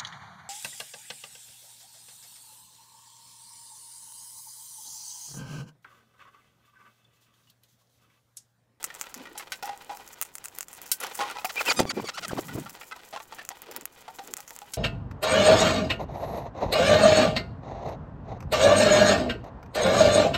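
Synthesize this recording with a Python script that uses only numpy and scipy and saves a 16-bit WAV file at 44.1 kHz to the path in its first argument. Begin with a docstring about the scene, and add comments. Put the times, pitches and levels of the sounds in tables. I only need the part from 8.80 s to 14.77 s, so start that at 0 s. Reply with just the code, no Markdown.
"""Parrots feed from a plastic plate on a wooden deck: beaks crack husks (a snap and clumped clicks through
resonances), knock the plate (rough contact into its modes) and peck the rim (decaying sines over a rattle).
Grains and noise make the rustle, low band noise the treads. A chattering squabble is pulses and breath noise
ringing in a throat; wing beats push short low swings of air at the close, small microphone.
Faint outdoor air and microphone hiss run throughout."""
import sys
import numpy as np
from scipy import signal
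from scipy.fft import rfft, irfft
from scipy.io import wavfile
from scipy.ndimage import uniform_filter1d

SR = 44100
rng = np.random.default_rng(int(sys.argv[2]) if len(sys.argv) > 2 else 0)


def gain_from_db(level_db):
    """Convert decibel levels to linear amplitude factors (20 dB per decade)."""
    decades = np.asarray(level_db, float) / 20
    return 10 ** decades


def transcribe(u):
    """Save the signal u as a 16-bit wav file named by the first command-line argument.

    u: samples, shape (n,) or (channels, n), limited to [-1, 1]; the rate is SR.
    q: integer samples, one column per channel.
    """
    v = np.clip(np.atleast_2d(u).T, -1, 1)
    q = np.round(v * 32767).astype(np.int16)
    wavfile.write(sys.argv[1], SR, q)


N = 263277  # length [samples]

# modes of the plate: (frequency [Hz], relative level [dB], t60 [s])
PLATE_MODES = [(512.5, -5, 0.018), (812, -5, 0.085), (940, -3, 0.05), (1232, -9, 0.04), (1450, -7, 0.035),
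               (1900, -7, 0.03), (2400, -9, 0.02), (2955, -11, 0.02)]


def rms_one(x):
    """Scale to unit rms."""
    return x / np.sqrt(np.mean(x ** 2) + 1e-20)


def in_time(rows):
    """Columns of a table as curves at every sample."""
    s, *columns = np.transpose(rows)
    return [np.interp(np.arange(N) / SR, s, c) for c in columns]


def cut(x, hz, kind, order=2):
    """Butterworth filter."""
    sos = signal.butter(order, np.clip(hz, 10, .45 * SR), kind, fs=SR, output="sos")
    return signal.sosfilt(sos, x)


def resonance(x, hz, width_hz):
    """Two-pole resonance, gain 1 on top."""
    r = np.exp(-np.pi * width_hz / SR)
    feedback = [1, -2 * r * np.cos(2 * np.pi * hz / SR), r * r]
    return signal.lfilter([(1 - r * r) / 2, 0, (r * r - 1) / 2], feedback, x + 1e-18)


def drift(rate_hz):
    """Slow random wander with unit rms."""
    r = np.exp(-2 * np.pi * rate_hz / SR)
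    wander = signal.lfilter([1], [1, -2 * r, r * r], rng.standard_normal(N + SR))
    return rms_one(wander[SR:])  # skip the filter's settling


def grains(per_s, spread_db, size):
    """Random clicks of uneven size and either sign."""
    sizes = gain_from_db(spread_db * np.minimum(rng.exponential(1, size), 4)) * rng.choice([-1, 1], size)
    return sizes * (rng.random(size) < per_s / SR)


def add(out, sound, s, peak_db):
    """Place a sound at time s with the given peak."""
    i = round(s * SR)
    out[i:i + len(sound)] += (gain_from_db(peak_db) * sound / np.abs(sound).max())[:N - i]


def dying(t60, size):
    """Exponential decay, 60 dB down after t60 seconds."""
    return gain_from_db(-60 * np.arange(size) / SR / t60)


def ambience():
    """Steady outdoor air and microphone hiss: noise shaped by a smooth spectrum."""
    # spectrum of the air: (frequency [Hz], relative level per Hz [dB])
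    air_spectrum = [(60, -2.5), (860, -3.5), (3000, -19), (16000, -77)]
    level_db = -61.5  # rms
    hz, db = np.transpose(air_spectrum)
    bins_hz = np.fft.rfftfreq(N, 1 / SR) + 1  # off zero for the logarithm
    shape = gain_from_db(np.interp(np.log(bins_hz), np.log(hz), db))
    return gain_from_db(level_db) * rms_one(irfft(rfft(rng.standard_normal(N)) * shape, N))


def rustle():
    """Clumped grains on soft noise; the lower part rings in the plate, the fine ticks in the husks."""
    # birds shuffling: (time [s], level of scuffing on the plate [dB], level of fine ticks and feather hiss [dB])
    shuffling = [(0, -47, -57.5), (.87, -55, -58), (1.5, -55, -58.5), (2.18, -52, -54), (2.24, -35, -65),
                 (2.35, -50, -46), (2.42, -34.5, -53), (2.62, -51.5, -53.5), (2.90, -32, -33),
                 (3.03, -51.5, -52.5), (3.33, -52.5, -57.5), (3.55, -51, -48.5), (4.1, -54, -54.5),
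                 (4.84, -54.5, -61.5), (4.93, -48, -65), (5.1, -57.5, -63), (5.48, -53, -53.5),
                 (5.97, -57.5, -53.5)]
    body_db, hiss_db = in_time(shuffling)
    grit = gain_from_db(4 * drift(20)) * (rms_one(grains(500, 3.5, N)) + rng.standard_normal(N))
    ticks = gain_from_db(5 * drift(25)) * (rms_one(grains(500, 3.5, N)) + .8 * rng.standard_normal(N))
    plate = sum(gain_from_db(db) * rms_one(resonance(grit, hz, 91)) for hz, db, _ in PLATE_MODES)
    body = rms_one(cut(grit, [300, 4000], "band")) + 1.45 * rms_one(plate)
    husk = rms_one(cut(ticks, 6600, "high")) + 0.39 * rms_one(resonance(ticks, 7600, 1500))
    return gain_from_db(body_db) * rms_one(body) + gain_from_db(hiss_db) * rms_one(husk)


def treads():
    """Each slide of the feet rubs the boards in a soft low band, over a faint, unevenly wavering rumble."""
    # feet sliding and shifting weight: (time of the height [s], level [dB], spread [s], band centre [Hz])
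    slides = [(.39, -50, 0.024, 248), (.5, -49.5, 0.032, 277), (3.034, -33, 0.054, 190),
              (3.19, -40.5, 0.057, 153), (3.561, -41.5, 0.086, 150), (3.78, -41, 0.067, 132),
              (4.903, -47.5, 0.019, 436), (4.98, -52.5, 0.05, 277), (5.479, -47.5, 0.028, 280)]
    rumble_db = -70.5  # rms
    t = np.arange(N) / SR
    noise = rng.standard_normal((2, N)) * gain_from_db(3.5 * drift(26))
    out = gain_from_db(rumble_db) * rms_one(cut(noise[0], [80, 300], "band", order=1))
    for s, db, spread, hz in slides:
        width_hz = hz * np.clip(gain_from_db(db + 40), .5, 1)  # heavy treads are broad, light ones narrower
        rub = rms_one(resonance(resonance(noise[1], hz, width_hz), hz, 2 * hz))
        out += gain_from_db(db) * np.exp(-.5 * ((t - s) / spread) ** 2) * rub
    return out


def cracks():
    """A snap rings husk and beak for a few cycles; finer clicks follow in clumps as the husk crumbles."""
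    # husks cracking, and noisy scuffs where the crumble is 0 or more: (time [s], peak level [dB],
    #     brightest frequency [Hz], crumble level against the snap, at most 0 in use [dB])
    husk_cracks = [(0.0419, -4.5, 8300, -11), (0.029, -16, 8140, -28), (0.1422, -22, 7700, -10),
                   (0.2127, -6.5, 7400, -12.5), (0.3425, -14, 6550, -10.5), (0.8258, -28.5, 5840, 0),
                   (0.8685, -27, 12000, -12), (0.198, -23, 8050, -20), (0.150, -18, 7960, -11),
                   (0.9758, -26, 8440, -24), (1.047, -29.5, 8900, -24), (1.277, -23, 6500, -23),
                   (1.331, -25.5, 7300, -11), (1.172, -21, 5750, -13.5), (1.414, -3, 14400, -15.5),
                   (1.4244, -5, 8500, -21), (1.4297, -9.5, 8950, -15), (1.452, -22, 8900, -7.5),
                   (1.752, -27, 14200, -25), (1.554, -11.5, 9200, -14.5), (1.583, -17.5, 7700, -29),
                   (1.642, -19.5, 9700, -9.5), (1.6564, -15, 7900, -13), (1.684, -20.5, 7400, -24),
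                   (1.7864, -10, 12500, -41), (1.808, -8, 7500, -13.5), (1.8294, -15, 7010, -31),
                   (1.884, -20.5, 7500, -13), (1.93, -21, 9400, -8), (2.017, -19, 15600, -12),
                   (2.0581, -31, 6300, 7), (2.202, -21, 10900, 0), (2.237, -13, 6200, -13),
                   (2.268, -14.5, 5700, -20), (2.346, -24.5, 8900, 0), (2.499, -24, 9300, -24),
                   (2.512, -20, 9200, -22), (2.6463, -20.5, 5500, 0), (3.002, -1, 7300, -28),
                   (3.4819, -15, 8800, -10.5), (3.798, -22, 8100, -11), (3.896, -19, 5800, -28),
                   (4.651, -21.5, 7360, -11.5), (4.69, -8.5, 7000, -21), (4.8195, -19.5, 14400, -21),
                   (4.9131, -20, 5800, -12.5), (4.9635, -9.5, 16000, -15), (5.011, -21, 7400, -15),
                   (5.0553, -8.5, 12900, -26), (5.4757, -20.5, 6900, -24), (5.538, -6.5, 7460, -40),
                   (5.5685, -12.5, 8000, -13.5), (5.6048, -16, 6060, -29), (5.678, -22.5, 6600, -9),
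                   (5.707, -17, 5740, -24), (5.7635, -18.5, 8000, -53), (5.7893, -18.5, 7450, -41)]
    out, size = np.zeros(N), SR // 6
    for s, peak_db, hz, crumble_db in husk_cracks:
        share = np.clip(gain_from_db(crumble_db), 0, 1)
        clumps = gain_from_db(7 * rms_one(cut(rng.standard_normal(size), 120, "low")) - 7)
        crumble = grains(300, 5.5, size) * .6 + .9 * share * clumps * rng.standard_normal(size)
        force = share * crumble * dying(0.043 + 0.12 * share, size)
        force = np.clip(force, -.3 - share, .3 + share)  # hold stray clicks down
        force[0] = 1  # the snap
        bright = resonance(force, hz, 0.18 * hz)
        bright = bright + 0.55 * cut(force, 5700, "high") + .5 * resonance(force, 7200, 610)
        # each husk rings at pitches of its own
        shell = sum(resonance(force, f, f / 12) for f in 1500 * 2 ** rng.uniform(0, 2, 3))
        middle = 0.65 * cut(force, [1000, 3500], "band")
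        add(out, bright + middle + 0.35 * (1 - share) * shell, s, peak_db)
    return out


def knocks():
    """A short uneven contact drives the plate modes, most of all those near the knock's strongest frequency."""
    # beaks and claws on plate and deck: (time [s], peak level [dB], strongest frequency [Hz], contact t60 [s])
    contacts = [(0.103, -24, 1840, 0.074), (0.24, -27, 2100, 0.031), (0.298, -36, 1590, 0.053),
                (0.455, -32, 1890, 0.16), (0.553, -34, 845, 0.19), (0.597, -26.5, 1710, 0.046),
                (0.826, -24.5, 811, 0.35), (1.095, -26.5, 818, 0.27), (2.212, -26, 1145, 0.23),
                (2.391, -19.5, 826, 0.24), (2.405, -18.5, 1076, 0.13), (2.5, -22, 1400, 0.059),
                (2.556, -25.5, 980, 0.34), (2.646, -14.5, 883, 0.037), (2.992, -3, 480, 0.085),
                (3.684, -28.5, 1455, 0.15), (3.86, -30, 1383, 0.15), (4.013, -31.5, 2330, 0.11),
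                (4.113, -26.5, 1542, 0.11), (4.159, -36.5, 973, 0.21), (4.327, -29, 685, 0.18),
                (4.362, -21.5, 1042, 0.072), (4.402, -27, 1166, 0.06), (4.524, -28.5, 900, 0.052),
                (4.586, -29.5, 1760, 0.14), (4.705, -25.5, 811, 0.072), (5.28, -31, 887, 0.1),
                (5.387, -27.5, 783, 0.12), (5.583, -33, 833, 0.079), (5.707, -33, 903, 0.068),
                (5.818, -29, 830, 0.046)]
    out, size = np.zeros(N), SR // 4
    for s, peak_db, hz, t60 in contacts:
        unevenness = gain_from_db(5 * rms_one(cut(rng.standard_normal(size), 60, "low")))
        scrape = grains(1300, 4.23, size) + 0.6 * rng.standard_normal(size)
        force = scrape * dying(max(t60, .01), size) * unevenness
        force *= 1 - dying(0.0014, size)  # after the tick the contact builds up
        force[0] = 6  # the tick
        # a beak or foot on the plate shifts its modes: the nearest one lands on the strongest frequency
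        bend = min((hz / row[0] for row in PLATE_MODES), key=lambda ratio: abs(np.log(ratio)))
        sound = gain_from_db(-43.5) * cut(force, 710, "high")
        for mode_hz, mode_db, mode_t60 in PLATE_MODES:
            near_db = -17 * abs(np.log2(mode_hz * bend / hz)) + rng.normal(0, 2.5)
            width_hz = np.log(1000) / np.pi / mode_t60
            ring = resonance(force, mode_hz * bend, width_hz) / np.sqrt(width_hz)
            sound = sound + gain_from_db(mode_db + near_db) * ring
        add(out, cut(sound, 4270, "low"), s, peak_db)
    return out


def pecks():
    """A hard beak tip sets the rim modes ringing over a burst of rattling seeds."""
    # hard pecks on the plate rim: (time [s], peak level [dB], brightest frequency [Hz])
    rim_pecks = [(0.577, -26, 7800), (0.72, -17.5, 2230), (2.1159, -8.5, 9900), (5.936, -21.5, 5840)]
    # modes of the rim: (frequency [Hz], relative level [dB], t60 [s])
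    rim_modes = [(1530, -8, .14), (2250, -10, .07), (3120, -9, .07), (3950, -9, .06), (4550, -9, .05),
                 (5480, -8, .08), (9100, -12, .03), (10500, -6, .04), (11470, -6, .03)]
    out, size = np.zeros(N), SR // 6
    t = np.arange(size) / SR
    for s, peak_db, hz in rim_pecks:
        rings = np.zeros(size)
        for f, db, t60 in rim_modes:
            near_db = -4.8 * abs(np.log2(f / hz))  # modes far from the brightest are weaker
            rings += gain_from_db(db + near_db) * np.sin(2 * np.pi * f * t) * dying(t60, size)
        rattle = rms_one(resonance(rng.standard_normal(size), hz, 1.03 * hz)) * dying(0.094, size)
        add(out, rings / np.abs(rings).max() + 0.5 * rattle, s, peak_db)
    return out


def syrinx(t, length, hz, level_db, tilt_db, rough):
    """Pulses at the pitch, with breath noise gated each cycle, ring in the throat."""
    # throat and open beak: (frequency [Hz], width [Hz], level [dB])
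    throat_modes = [(1400, 950, 5.5), (3030, 80, 14.5), (4470, 2000, 0.5)]
    high = np.clip(hz / 1500, .3, 1)  # below 1500 Hz the voice is rougher and its overtones fall less
    wobble = rms_one(cut(rng.standard_normal(len(t)), 540, "low"))
    phase = 2 * np.pi * np.cumsum(hz * (1 + .12 * rough / high * wobble)) / SR
    pulses = np.zeros(len(t))
    for k in range(1, 19):
        overtone = np.cos(k * phase) * (k * hz < 12000)
        pulses += overtone * gain_from_db(-tilt_db * high * np.log2(k))
    breath = cut(rng.standard_normal(len(t)), 9000, "low") * (1 + np.cos(phase))
    source = pulses + 2 * rough / high * breath
    voice = 0.53 * cut(source, 480, "high")
    for k, (f, width_hz, db) in enumerate(throat_modes):
        voice = voice + (-1) ** k * gain_from_db(db) * resonance(source, f, width_hz)  # signs alternate
    voice = cut(voice, 7500, "low")
    voice /= np.sqrt(uniform_filter1d(voice ** 2, size=180) + 1e-9)  # effort alone sets the level
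    fade_in = np.clip(t / 0.0052, 0, 1)
    fade_out = gain_from_db(-np.maximum(t - length, 0) * 1200)
    return voice * gain_from_db(level_db) * fade_in * fade_out


def chatter():
    """Held notes slide evenly from first to last pitch; croaks drop fast towards a low floor."""
    # held notes of the squabble: (time [s], longest length [s], first pitch [Hz], last pitch [Hz],
    #     level once swollen [dB], overtone fall at 1500 Hz and above [dB/octave])
    held_notes = [(2.572, 0.026, 2440, 2520, -41, 18), (2.649, 0.01, 2910, 2325, -26.5, 31),
                  (2.763, 0.02, 2400, 2375, -24, 30), (2.783, 0.025, 2800, 2320, -27, 25),
                  (2.855, 0.027, 2470, 2810, -31.5, 17), (2.874, 0.036, 2580, 2396, -25, 5),
                  (2.896, 0.01, 2275, 2243, -14.5, 0), (2.959, 0.057, 1248, 1230, -30, -6.5),
                  (3.057, 0.03, 1180, 1146, -37, 1), (3.09, 0.014, 2315, 2260, -18.5, 1),
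                  (3.145, 0.07, 2430, 2320, -44.5, 16), (3.238, 0.026, 1170, 1113, -41, -0.5),
                  (3.266, 0.013, 2285, 2240, -32.5, 1), (3.332, 0.035, 1264, 1510, -42.5, -2),
                  (3.421, 0.021, 670, 720, -35.5, 0), (3.486, 0.013, 1400, 1660, -34, 8)]
    # falling croaks that end the calls: (time [s], length [s], pitch fallen from [Hz], fall time [s],
    #     level, 2 dB under the midway height [dB], overtone fall at 1500 Hz and above [dB/octave])
    falling_croaks = [(2.690, .022, 1200, .014, -36, 3), (2.804, .015, 2380, .0035, -27, 14),
                      (2.905, .019, 2280, .0048, -21, 3), (3.098, .02, 2350, .007, -27, 1),
                      (3.282, .019, 2150, .0052, -32, 2), (3.370, .025, 1500, .012, -34, 5),
                      (3.444, .013, 720, .02, -33, 2), (3.503, .021, 1800, .009, -38, 24),
                      (3.570, .028, 1250, .016, -34, 24)]
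    start_db, swell_s = -10.5, 0.015  # a note swells from below its level
    floor_hz, ends_db, croak_breath = 430, -6, .09
    out = np.zeros(N)
    for s, length, first_hz, last_hz, db, tilt_db in held_notes:
        # a note breaks into the croak that follows
        length = min([length] + [croak[0] + .002 - s for croak in falling_croaks if croak[0] > s])
        t = np.arange(0, length + 0.0014, 1 / SR)
        hz = np.interp(t, [0, length], [first_hz, last_hz])
        level_db = db + start_db * np.clip(1 - t / swell_s, 0, 1)
        rough = np.clip(.2 - .012 * (db + 35), .03, 1)  # the weaker, the breathier
        i = round(s * SR)
        out[i:i + len(t)] += syrinx(t, length, hz, level_db, tilt_db, rough)
    for s, length, first_hz, fall, db, tilt_db in falling_croaks:
        t = np.arange(0, length + 0.0017, 1 / SR)
        hz = floor_hz + (first_hz - floor_hz) * np.exp(-(t / fall) ** 1.4)
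        level_db = db + 2 + ends_db * (2 * t / length - 1) ** 2  # loudest midway
        i = round(s * SR)
        out[i:i + len(t)] += syrinx(t, length, hz, level_db, tilt_db, croak_breath)
    return out


def wing_air():
    """Each lump of air from a wing beat swells and fades at the microphone in a few low swings."""
    # buffets: (time of the height [s], peak level [dB], swing frequency [Hz], spread [s])
    buffets = [(2.996, -10.5, 420, 0.0017), (3.005, -3, 385, 0.0013), (3.054, -11.5, 285, 0.00031),
               (3.180, -18, 374, 0.0087), (3.200, -22.5, 530, 0.0031), (3.245, -24, 457, 0.0043),
               (3.533, -16, 300, 0.00094), (3.592, -21, 380, 0.0066), (3.757, -23, 187, 0.004),
               (3.782, -22.5, 310, 0.0082)]
    out, size = np.zeros(N), SR // 10
    t = np.arange(size) / SR - .05  # zero at the height
    for s, peak_db, hz, spread in buffets:
        turbulence = rms_one(cut(rng.standard_normal(size), [0.44 * hz, 1.66 * hz], "band"))
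        swings = np.cos(2 * np.pi * hz * t) + 1.3 * turbulence
        add(out, swings * np.exp(-.5 * (t / spread) ** 2), s + t[0], peak_db)
    return out


def scene():
    """Pecks, cracks, knocks and voices come with a few close echoes; the other layers stay plain."""
    # reflections from plate, deck and wall: (delay [s], level [dB])
    reflections = [(.0015, -10), (.0037, -19)]
    near = pecks() + cracks() + knocks() + chatter()
    for delay, db in reflections:  # a later echo also repeats the earlier one
        lag = round(delay * SR)
        near[lag:] += gain_from_db(db) * cut(near, 16000, "low", order=1)[:-lag]
    return (near + rustle() + treads() + wing_air() + ambience())[None]


def band_limit(x):
    """A steep low-pass at the top of the band."""
    return signal.sosfilt(signal.butter(12, 17060, fs=SR, output="sos"), x)


def record(dry):
    """Gain control ducks after loud sounds and soon recovers; peaks round off, the top is cut."""
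    threshold_db, slope, smoothing_s, release_db_per_s = -14.5, .55, 0.031, 80
    level_db = 20 * np.log10(np.abs(dry[0]) + 1e-6)
    release = release_db_per_s * np.arange(N) / SR
    held_db = np.maximum.accumulate(level_db + release) - release  # instant rise, steady fall
    r = np.exp(-1 / (smoothing_s * SR))
    duck_db = signal.lfilter([1 - r], [1, -r], -slope * np.maximum(held_db - threshold_db, 0))
    rounded = .5 * np.tanh(2 * dry * gain_from_db(duck_db))
    top_cut = signal.cheby2(14, 34, 16250, fs=SR, output="sos")  # 34 dB down from 16250 Hz up
    return band_limit(signal.sosfilt(top_cut, rounded))


dry = scene()
out = record(dry)
transcribe(out)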